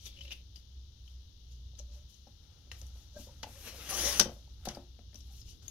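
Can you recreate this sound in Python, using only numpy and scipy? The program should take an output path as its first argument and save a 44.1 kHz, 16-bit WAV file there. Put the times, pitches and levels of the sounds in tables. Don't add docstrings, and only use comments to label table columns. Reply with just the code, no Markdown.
import sys
import numpy as np
from scipy import signal
from scipy.fft import rfft, irfft
from scipy.io import wavfile
from scipy.ndimage import uniform_filter1d

SR = 44100
rng = np.random.default_rng(int(sys.argv[2]) if len(sys.argv) > 2 else 0)


def makeup_ratio(level_db):
    decades = np.asarray(level_db, float) / 20
    return 10 ** decades


def waveform_to_disk(signal):
    frames = np.transpose(np.atleast_2d(signal))
    scaled = np.clip(frames, -1, 1) * 32767
    samples = np.round(scaled).astype(np.int16)
    wavfile.write(sys.argv[1], SR, samples)


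N = 251370
TIME = np.arange(N) / SR


def unit(x):
    return x / np.sqrt(np.mean(x ** 2))


def peak(x):
    return x / np.abs(x).max()


def butter(order, hz, kind="low"):
    return signal.butter(order, hz, kind, fs=SR, output="sos")


def colour(x, table):
    hz, db = np.transpose(table)
    bins = np.maximum(np.arange(2049) * SR / 4096, 1)
    log_gain = np.interp(np.log(bins), np.log(hz), db) * np.log(10) / 20
    cepstrum = irfft(log_gain)
    cepstrum[1:2048] *= 2
    cepstrum[2049:] = 0
    return signal.oaconvolve(x, irfft(np.exp(rfft(cepstrum))))[:len(x)]


def ring(x, hz, t60):
    pole = np.exp(2j * np.pi * hz / SR - np.log(1000) / (t60 * SR))
    return signal.lfilter([1], [1, -pole], x).imag


def walk(rate):
    hold = int(SR / rate)
    steps = np.repeat(rng.standard_normal(N // 20), hold)[:N]
    return 1.25 * uniform_filter1d(uniform_filter1d(steps, hold), hold)


def grit(spread_db):
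    size_db = spread_db * np.minimum(rng.exponential(size=N), 5)
    return unit(rng.standard_normal(N) * makeup_ratio(size_db))


def stroke(s, db, rise_s, fall_s):
    return makeup_ratio(db - 15 * np.maximum((s - TIME) / rise_s, (TIME - s) / fall_s))


def pressed(curve, layers):
    s, db = np.transpose(curve)
    gate = np.interp(TIME, [s[0] - 0.006, s[0], s[-1] + 0.014, s[-1] + 0.023], [0, 1, 1, 0])
    pressure_db = np.interp(TIME, s, db - db.mean())
    return [gate * makeup_ratio(mean_db + slope * pressure_db) for mean_db, slope in layers]


def wide(table, spread_db, apart):
    common, out = grit(spread_db), []
    for _ in range(2):
        x = colour(common + apart * grit(spread_db), table)
        lag_s = 0.000704 * makeup_ratio(1.52 * walk(13))
        out.append(unit(x + 0.35 * np.interp(TIME - lag_s, TIME, x)))
    return np.array(out)


PATCH_EDGES_HZ = [1500, 4500, 7500, 9700, 11500]


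def patchy(v, patchy_db):
    lows = [0] + [signal.sosfilt(butter(2, hz), v) for hz in PATCH_EDGES_HZ] + [v]
    return sum((upper - lower) * makeup_ratio(patchy_db * walk(45)) for lower, upper in zip(lows, lows[1:]))


# resonance in Hz, level in dB, t60 in seconds.
BOARD = [(85, 0.5, 0.14), (132, -10, 0.38), (168, -10.5, 0.088), (225, -1, 0.071), (266, 0, 0.11),
         (353, -11.5, 0.43), (511, 5, 0.048), (575, 6.5, 0.035), (724, 3.5, 0.056), (842, 9.5, 0.023),
         (990, -1.5, 0.039), (1270, 11, 0.018), (1560, -28, 0.013)]


def board(push, damping, spot_hz, focus_db):
    out = 0
    for hz, db, t60 in BOARD:
        octaves_off = abs(np.log2(hz / spot_hz))
        out = out + makeup_ratio(db - focus_db * octaves_off) * ring(push, hz, t60 * damping)
    return out


def friction(gains, top, body, spread_db, patchy_db, focus_db, damping):
    hiss = patchy(wide(top, spread_db, 7.7), patchy_db)
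    ringing = patchy(wide(body, spread_db, 0.71), patchy_db)
    rumble = unit(board(np.diff(grit(spread_db), prepend=0), damping, 390, focus_db))
    layers = zip([hiss, ringing, rumble], gains)
    return sum(v * gain * makeup_ratio(patchy_db / 2 * walk(60)) for v, gain in layers)


# time in seconds, pressure in dB.
CUT = [
    (3.893, -41.5),
    (3.9, -41),
    (3.931, -42),
    (4.021, -38.5),
    (4.061, -39),
    (4.075, -36),
    (4.133, -40.5),
    (4.188, -41.5),
]
# level at mean pressure in dB, slope in dB per dB of pressure.
CUT_LAYERS = [(-44, 0.85), (-39.5, 1), (-45.5, 0.16)]
# frequency in Hz, gain in dB.
FIBRE = [(3000, -48), (7000, -23), (8300, -2.5), (9600, -4.5), (10400, 2), (11300, -3.5), (12700, 0),
         (15500, -2.5)]
# frequency in Hz, gain in dB.
BLADE = [(900, -8.5), (1800, -7), (2800, -10.5), (4300, -7), (5900, -3.5), (7000, -8.5), (9000, -58.5)]


def blade_cut():
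    gains = pressed(CUT, CUT_LAYERS)
    return friction(gains, FIBRE, BLADE, spread_db=2.0, patchy_db=2.0, focus_db=8.0, damping=0.28)


# peak in seconds, pitch in Hz, level in dB, length in seconds.
FLARES = [(3.905, 10700, -43.5, 0.014), (3.9, 13600, -52, .02), (3.95, 5900, -41.5, .03),
          (3.985, 10200, -50, 0.035), (4.02, 10400, -46, 0.039), (4.015, 5900, -42.5, .03),
          (4.04, 11300, -54, .015), (4.06, 6400, -41, 0.035), (4.078, 10450, -48.5, .012),
          (4.095, 5700, -41, .03), (4.1, 12700, -53, .04), (4.12, 8900, -48, .025),
          (4.128, 4900, -38.5, .02), (4.15, 10300, -54, .05), (4.16, 5600, -49.5, 0.028)]


def flares():
    out = np.zeros((2, N))
    a, b = int(3.8 * SR), int(4.3 * SR)
    for s, hz, db, length in FLARES:
        slips = rng.standard_normal((3, b - a))
        rings = unit(ring(slips[0] + slips[1:], hz, 0.004))
        out[:, a:b] += stroke(s, db, length, length)[a:b] * rings
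    return out


# time in seconds, pressure in dB.
SLIDE = [
    (3.44, -72.5),
    (3.49, -66),
    (3.532, -63),
    (3.572, -62.5),
    (3.62, -60),
    (3.678, -54),
    (3.718, -58.5),
    (3.858, -57),
    (3.888, -55.5),
]
# level at mean pressure in dB, slope in dB per dB of pressure.
SLIDE_LAYERS = [(-61, 1.13), (-59.5, 1.4), (-65.5, 1.45)]
# frequency in Hz, gain in dB.
SKIN = [(1500, -32.5), (4000, -3), (6500, 2.5), (8000, -3), (10500, -1.5), (13000, 4), (15500, -4.5)]
# frequency in Hz, gain in dB.
RAIL = [(900, 2), (1800, 6.5), (2900, 3.5), (4300, 3), (5800, 0.5), (7000, -11), (9000, -59)]


def carriage_slide():
    gains = pressed(SLIDE, SLIDE_LAYERS)
    return friction(gains, SKIN, RAIL, spread_db=2.2, patchy_db=2.0, focus_db=24.0, damping=0.38)


def snaps(events, body, ring_t60, broad_share):
    t = np.arange(4096) / SR
    out = np.zeros((2, N + len(t)))
    for s, db, hz, top_db, t60, pan_db in events:
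        size, common, left, right = rng.standard_normal((4, len(t)))
        fade = np.abs(size) * makeup_ratio(-60 * t / t60)
        at = int(s * SR)
        for port, side, own in [(0, 1, left), (1, -1, right)]:
            burst = (common + 1.3 * own) * fade
            burst[0] = 0.58
            sound = peak(peak(ring(burst, hz, ring_t60)) + broad_share * peak(colour(burst, body)))
            sound = sound + makeup_ratio(top_db) * peak(colour(burst, SKIN))
            out[port, at:at + len(t)] += makeup_ratio(db + side * pan_db / 2) * sound
    return out[:, :N]


# start in seconds, peak in dB,
# ring in Hz, bright crack in dB re peak, t60 in seconds.
CLACKS = [(2.7154, -32, 3000, -10.5, 0.01), (2.7172, -41, 5100, -14, 0.046), (2.72, -45, 1700, -13, 0.022),
          (3.4299, -29.5, 4900, -8, 0.017), (3.4322, -30, 2780, -17, 0.037),
          (3.433, -33.5, 4930, -12, 0.042), (3.44, -44, 2970, -28, 0.025), (4.196, -9, 5400, -1.5, 0.0086),
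          (4.1978, -18.5, 8800, -20, .007), (4.1986, -4, 5500, -37, 0.01),
          (4.204, -16.5, 5500, -12.5, 0.03), (4.2102, -17, 5640, -8.5, 0.018), (4.212, -19, 3710, -11, .02),
          (4.217, -31, 1600, -20, .05), (4.652, -51, 6000, 16.5, 0.045), (4.6547, -31, 4630, -26.5, 0.069),
          (4.6860, -25.5, 5300, -11.5, 0.019), (4.69, -37, 3040, -25, 0.08), (2.815, -40, 5440, -16, 0.013),
          (4.99, -57, 1500, -22, .02), (5.13, -57, 1710, -27, 0.021), (5.1437, -54, 1700, -22, 0.025)]
# frequency in Hz, gain in dB.
PLASTIC = [(500, -26), (1400, 5), (2000, 4), (2900, -21), (4300, -24.5), (5800, -4), (7000, -1.5),
           (9000, -56)]


def plastic_clacks():
    events = [(*row, -0.2) for row in CLACKS]
    return snaps(events, PLASTIC, 0.0015, 0.27)


# start in seconds, peak in dB, ring of the struck spot in Hz,
# thud in dB re peak.
KNOCKS = [(0.065, -53, 460, -15), (1.798, -48.5, 603, -14), (2.269, -49, 816, -2), (2.671, -62, 700, 4),
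          (2.818, -51, 597, -2), (2.955, -56.5, 590, -5), (3.158, -49, 494, 4), (3.179, -51, 710, 0),
          (3.184, -53, 1180, 1), (3.19, -46.5, 396, 6.5), (3.27, -46, 575, -15), (3.293, -52, 580, -33),
          (3.43, -37.5, 935, -14), (3.4422, -41, 720, -7.5), (3.468, -42, 830, -13), (3.486, -50, 710, -8),
          (3.661, -45, 454, -6), (3.787, -48, 493, -10), (3.744, -45.5, 705, -22), (3.759, -63, 560, -9),
          (4.199, -33.5, 513, 6), (4.2045, -25.5, 576, -22), (4.2094, -24.5, 880, -4.5),
          (4.215, -48, 609, -5), (4.257, -27, 558, -3), (4.28, -54, 810, -25), (4.293, -33.5, 700, -10),
          (4.317, -44, 655, -10), (4.363, -48.5, 610, -4.5), (4.475, -56, 950, -7), (1.733, -61, 800, -4),
          (4.655, -39.5, 760, -12), (4.671, -26, 823, -3.5), (4.689, -44.5, 840, -25),
          (4.77, -32.5, 810, -4), (4.833, -61, 780, 3), (4.989, -47, 733, -3.5), (5.146, -52, 635, 4.5),
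          (5.13, -65, 620, -2), (5.331, -65, 840, -8)]


def knocks():
    t = np.arange(8192) / SR
    out = np.zeros(N + len(t))
    soft = butter(4, 1070)
    for s, db, spot_hz, thud_db in KNOCKS:
        contact_ms = 0.56 * 2 ** (-(db + 48.0) / 73)
        push = np.sin(np.pi * np.minimum(t * 1000 / contact_ms, 1))
        bounce = int(SR * rng.uniform(0.00318, 0.00711))
        push[bounce:] += 0.42 * push[:-bounce].copy()
        rattle = rng.standard_normal(len(t)) * makeup_ratio(-60 * t / 0.2)
        answer = np.diff(board(push, 0.84, spot_hz, 3.7), prepend=0)
        shiver = np.diff(board(rattle, 0.22, spot_hz, 1.8), prepend=0)
        body = peak(ring(push, spot_hz, 0.024)) + 1.3 * peak(answer)
        body = peak(body) + 0.27 * peak(shiver)
        thud = np.interp(t - 0.006, t, board(push, 0.96, 170, 12.0), left=0)
        sound = peak(signal.sosfilt(soft, body) + 0.11 * body) - makeup_ratio(thud_db) * peak(thud)
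        at = int((s + 0.001) * SR)
        out[at:at + len(t)] += makeup_ratio(db - 0.5) * sound
    return out[:N]


# peak in seconds, pitch in Hz, level in dB,
# length in seconds.
SUNG = [(0.213, 533, -69, .04), (0.26, 554, -65.5, .06), (3.17, 582, -50, 0.014),
        (3.173, 1550, -60.5, 0.016), (3.297, 850, -58, 0.013), (3.443, 885, -42.5, 0.0042),
        (3.472, 850, -53, 0.01), (3.573, 530, -60.5, .03), (3.63, 560, -74, .02), (3.675, 450, -56.5, 0.02),
        (3.739, 522, -61, .03), (3.791, 480, -64, .025), (3.807, 1400, -61, .03), (3.929, 789, -48, 0.018),
        (3.941, 1188, -43.5, 0.033), (3.942, 562, -52, 0.046), (3.99, 355, -49, .04),
        (4.02, 1760, -51.5, 0.053), (4.041, 504.7, -46.5, 0.016), (4.07, 1075, -51, 0.063),
        (4.075, 565, -42.5, 0.032), (4.103, 870, -49.5, 0.018), (4.175, 823, -47, 0.024),
        (5.305, 797, -69, 0.025), (1.886, 560, -68.5, 0.016), (1.918, 600, -71, .02),
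        (1.978, 590, -70, .025), (2.015, 600, -74, 0.018), (3.958, 300, -61, .04), (4.03, 310, -50, 0.046)]


def sung():
    turn = 2 * np.pi * np.cumsum(1 + 0.045 * walk(90)) / SR
    rough = makeup_ratio(4 * walk(120))
    return rough * sum(stroke(s, db + 4.5, length, length) * np.sin(hz * turn) for s, hz, db, length in SUNG)


# most pressure in seconds, skin hiss in dB, rise in seconds,
# fall in seconds, board rumble in dB re hiss.
STROKES = [(0.07, -60, 0.066, 0.03, -12), (0.561, -68.5, 0.012, 0.035, -6), (1.12, -79, 0.11, 0.056, -5),
           (1.52, -73, 0.039, 0.061, -21), (1.791, -59.5, 0.013, 0.017, -4), (1.94, -72.5, 0.062, 0.1, 1),
           (2.1, -71.5, 0.019, 0.15, -41), (2.272, -88, 0.0039, 0.038, 15), (2.44, -87, 0.073, 0.91, 10),
           (2.725, -70, 0.0087, 0.2, 1.5), (2.79, -74.5, 0.037, 0.15, -13), (2.98, -73.5, 0.045, 0.097, -4),
           (3.175, -66.5, 0.014, 0.045, -4), (3.21, -62.5, 0.051, 0.068, -16),
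           (3.3, -78.5, 0.19, 0.92, 5.5), (4.3, -72, 0.041, 0.2, -2.5), (4.7, -73, 0.067, 0.061, 17),
           (4.755, -76.5, 0.029, 0.024, 18), (4.8, -91.5, .03, 0.052, 18), (4.9, -90.5, 0.31, 0.12, -11),
           (5.165, -72, 0.032, 0.095, -6), (5.31, -75, .04, 0.15, -5), (5.41, -70, 0.13, 0.019, -12),
           (5.493, -65, 0.045, 0.067, -18), (5.53, -80, 0.032, 0.024, -3), (5.625, -70, 0.0043, 0.16, 2)]
# frequency in Hz, gain in dB.
SHEET = [(900, -29), (1800, -19), (2900, -3), (4300, 2), (5800, 2), (7000, -4), (9000, -51)]


def finger_strokes():
    hiss, rumble = makeup_ratio(-101.5), makeup_ratio(-89)
    for s, db, rise_s, fall_s, rumble_db in STROKES:
        pressure = stroke(s, db, rise_s, fall_s)
        hiss = hiss + pressure
        rumble = rumble + makeup_ratio(rumble_db) * pressure
    gains = [hiss, makeup_ratio(3.5) * hiss, rumble]
    return friction(gains, SKIN, SHEET, spread_db=1.6, patchy_db=2.5, focus_db=2.5, damping=0.6)


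# time in seconds, pressure in dB.
DRAG = [
    (0.0, -69),
    (0.07, -55.5),
    (0.124, -66),
    (0.168, -62),
    (0.222, -56.5),
    (0.3, -59),
    (0.328, -40),
    (0.344, -61),
    (0.4, -67),
]
# level at mean pressure in dB, slope in dB per dB of pressure.
DRAG_LAYERS = [(-76.5, 0.53), (-64.5, 1), (-77.5, 0.083)]
# frequency in Hz, gain in dB.
EDGE = [(1200, -19), (2000, -11), (2600, -6.5), (3200, 1), (3900, -1), (5200, -5), (6600, -18), (8000, -29)]


def edge_drag():
    gains = pressed(DRAG, DRAG_LAYERS)
    return friction(gains, SKIN, EDGE, spread_db=3.0, patchy_db=3.0, focus_db=40, damping=2.5)


# start in seconds, peak in dB, ring in Hz,
# bright crack in dB re peak, left minus right in dB.
NUDGES = [(0.0555, -44, 5760, -22, 9), (0.0595, -45, 6220, -25.5, 6), (0.073, -46, 3500, -22, -3),
          (0.0642, -39, 3620, -23, -1), (0.1274, -53, 3480, -25, 0), (0.1533, -55, 3680, -25, 2),
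          (0.1703, -51, 2800, -25, 2), (0.1882, -45.5, 2920, -28, -2), (0.2079, -42, 3080, -30, -2),
          (0.2512, -46, 2770, -29, -5), (0.2798, -45, 3100, -27, -3), (0.3071, -39, 2830, -31, -7),
          (0.3155, -37, 2800, -25, -2), (0.321, -38, 3100, -22, 4), (0.214, -53, 2920, -25, 4),
          (0.3265, -37, 2650, -7, -2), (0.557, -57, 3180, -29, 5), (0.559, -48.5, 4730, -22, 11),
          (1.077, -55, 3200, -37, 11.5), (1.7518, -54, 3980, -18, 9), (1.7898, -48, 6600, -25, 14),
          (1.7956, -44, 5640, -23, -3), (2.142, -58, 6300, -19, 8), (2.2724, -60, 5400, -20, 6),
          (2.9528, -57, 3980, -15, 5), (0.566, -56.5, 3030, -28, 5), (2.866, -54, 5900, 3, 1)]
# start in seconds, peak in dB, ring in Hz,
# bright crack in dB re peak, left minus right in dB.
LIFTS = [
    (4.7114, -48, 3670, -21, -5),
    (4.7485, -39.5, 4780, -17, -4),
    (4.99, -59, 3900, -36, 7.5),
    (5.1439, -46, 5280, -3.5, 5),
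    (5.1557, -42.5, 5790, -8, 1),
    (5.2053, -51, 5540, -29, 3),
    (5.4151, -47.5, 5130, -18, 2),
    (5.482, -56.5, 2870, -23, 6),
    (5.68, -39.5, 6630, 4, 8.5),
]


def card_snaps():
    events = []
    for rows, cycles in [(NUDGES, 100), (LIFTS, 117)]:
        for s, db, hz, top_db, pan_db in rows:
            events.append((s, db, hz, top_db, cycles / hz, pan_db))
    return snaps(events, SHEET, 0.0098, 0.42)


# frequency in Hz, gain in dB.
PORT_LEFT = [(150, -0.5), (500, 1), (1500, -2.5), (3000, 7), (4500, 3.5), (6000, 9.5), (7200, 6.5),
             (10500, 7), (13500, 4.5), (15500, -12)]
# frequency in Hz, gain in dB.
PORT_RIGHT = [(150, -1.5), (500, -2), (1500, -6.5), (3000, 0), (4500, -5), (6000, -3.5), (7200, -8.5),
              (10500, 4.5), (13500, -5), (15500, 2)]


def ports(pair):
    t, out = np.arange(int(0.4 * SR)) / SR, []
    shared = rng.standard_normal(len(t))
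    for x, port, lag in zip(pair, [PORT_LEFT, PORT_RIGHT], [3, 0]):
        own = rng.standard_normal(len(t))
        echo = own + signal.sosfilt(butter(1, 900), shared - own)
        dull = signal.sosfilt(butter(2, 4030), echo)
        tail = dull * makeup_ratio(-60 * t / 0.24) + (echo - dull) * makeup_ratio(-60 * t / 0.16)
        tail = tail * (t > 0.003)
        path = makeup_ratio(-8) * tail / np.linalg.norm(tail)
        path = path - (1 - makeup_ratio(-3)) * signal.sosfiltfilt(butter(1, 1300), path)
        path[lag] += 1
        out.append(colour(signal.oaconvolve(x, path)[:N], port) / np.linalg.norm(path))
    return np.array(out)


# time in seconds, level in dB.
SWELL = [(0.0, -55), (0.22, -48), (0.62, -54), (0.65, -53), (2.05, -47.5), (2.11, -67), (2.28, -56),
         (2.56, -59), (2.87, -46), (3.06, -51.5), (3.13, -49.5), (3.84, -53), (4.08, -43.5), (4.13, -46),
         (5.03, -56.5), (5.51, -45.5), (5.59, -64), (5.7, -52)]
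# pitch in Hz, level in dB re boom, t60 in seconds.
STIRRED = [(62.66, -2, 0.25), (92.1, -17, 0.84), (121.8, -17.5, 0.42)]


def room_boom():
    phase = 2 * np.pi * np.cumsum(60.6 + 0.83 * walk(5.5) + 1.55 * walk(17)) / SR
    tone = np.sqrt(2) * makeup_ratio(2 * walk(13)) * np.sin(phase)
    stirred = sum(makeup_ratio(db) * unit(ring(rng.standard_normal(N), hz, t60)) for hz, db, t60 in STIRRED)
    return makeup_ratio(np.interp(TIME, *np.transpose(SWELL)) - 2.5) * (tone + stirred)


# frequency in Hz, gain in dB.
AIR = [(20, -22.5), (35, -6), (60, -2.5), (90, -3), (130, -13.5), (180, -19), (300, -25), (480, -32.5),
       (700, -50.5), (1400, -65.5)]
# time in seconds, level in dB.
AIR_SWELL = [
    (0, 1.5),
    (1, -0.5),
    (2, -0.5),
    (3, 0.5),
    (4, 3),
    (4.8, 1.5),
    (5.3, -0.5),
    (5.7, 5),
]


def room_air():
    mid, side = (colour(rng.standard_normal(N), AIR) for _ in range(2))
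    side = signal.sosfilt(butter(1, 300, "high"), side)
    air = (mid + 0.72 * side * np.array([[1], [-1]])) / np.std(mid)
    swell_db = np.interp(TIME, *np.transpose(AIR_SWELL)) + 0.94 * walk(3.3)
    return makeup_ratio(-58.5 + swell_db) * air


# frequency in Hz, gain in dB.
HISS_LEFT = [(600, -16.5), (2400, -20.5), (2900, -4.5), (3700, 0.5), (4700, -4), (5900, -3), (6800, -11),
             (7300, -29.5), (11500, -22), (15500, -26.5)]
# frequency in Hz, gain in dB.
HISS_RIGHT = [(600, 12), (2700, 3.5), (5000, -22), (6100, -13), (6500, -9), (7600, -12), (9000, -7),
              (12000, 3), (15500, -6.5)]


def port_hiss():
    rows = [(-61.5, HISS_LEFT), (-79, HISS_RIGHT)]
    return np.array([makeup_ratio(db) * unit(colour(rng.standard_normal(N), table)) for db, table in rows])


def scene():
    rubbing = blade_cut() + carriage_slide() + finger_strokes() + edge_drag()
    singing = flares() + sung()
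    hits = plastic_clacks() + knocks() + card_snaps()
    return ports(rubbing + singing + hits) + room_boom() + room_air()


def low_pass(x):
    return signal.sosfilt(signal.butter(12, 16500, fs=SR, output="sos"), x)


def record(dry):
    steep = signal.ellip(14, 0.2, 70, 15790, fs=SR, output="sos")
    mix = signal.sosfilt(steep, dry + port_hiss())
    return low_pass(np.clip(mix, -1, 1))


dry = scene()
out = record(dry)
waveform_to_disk(out)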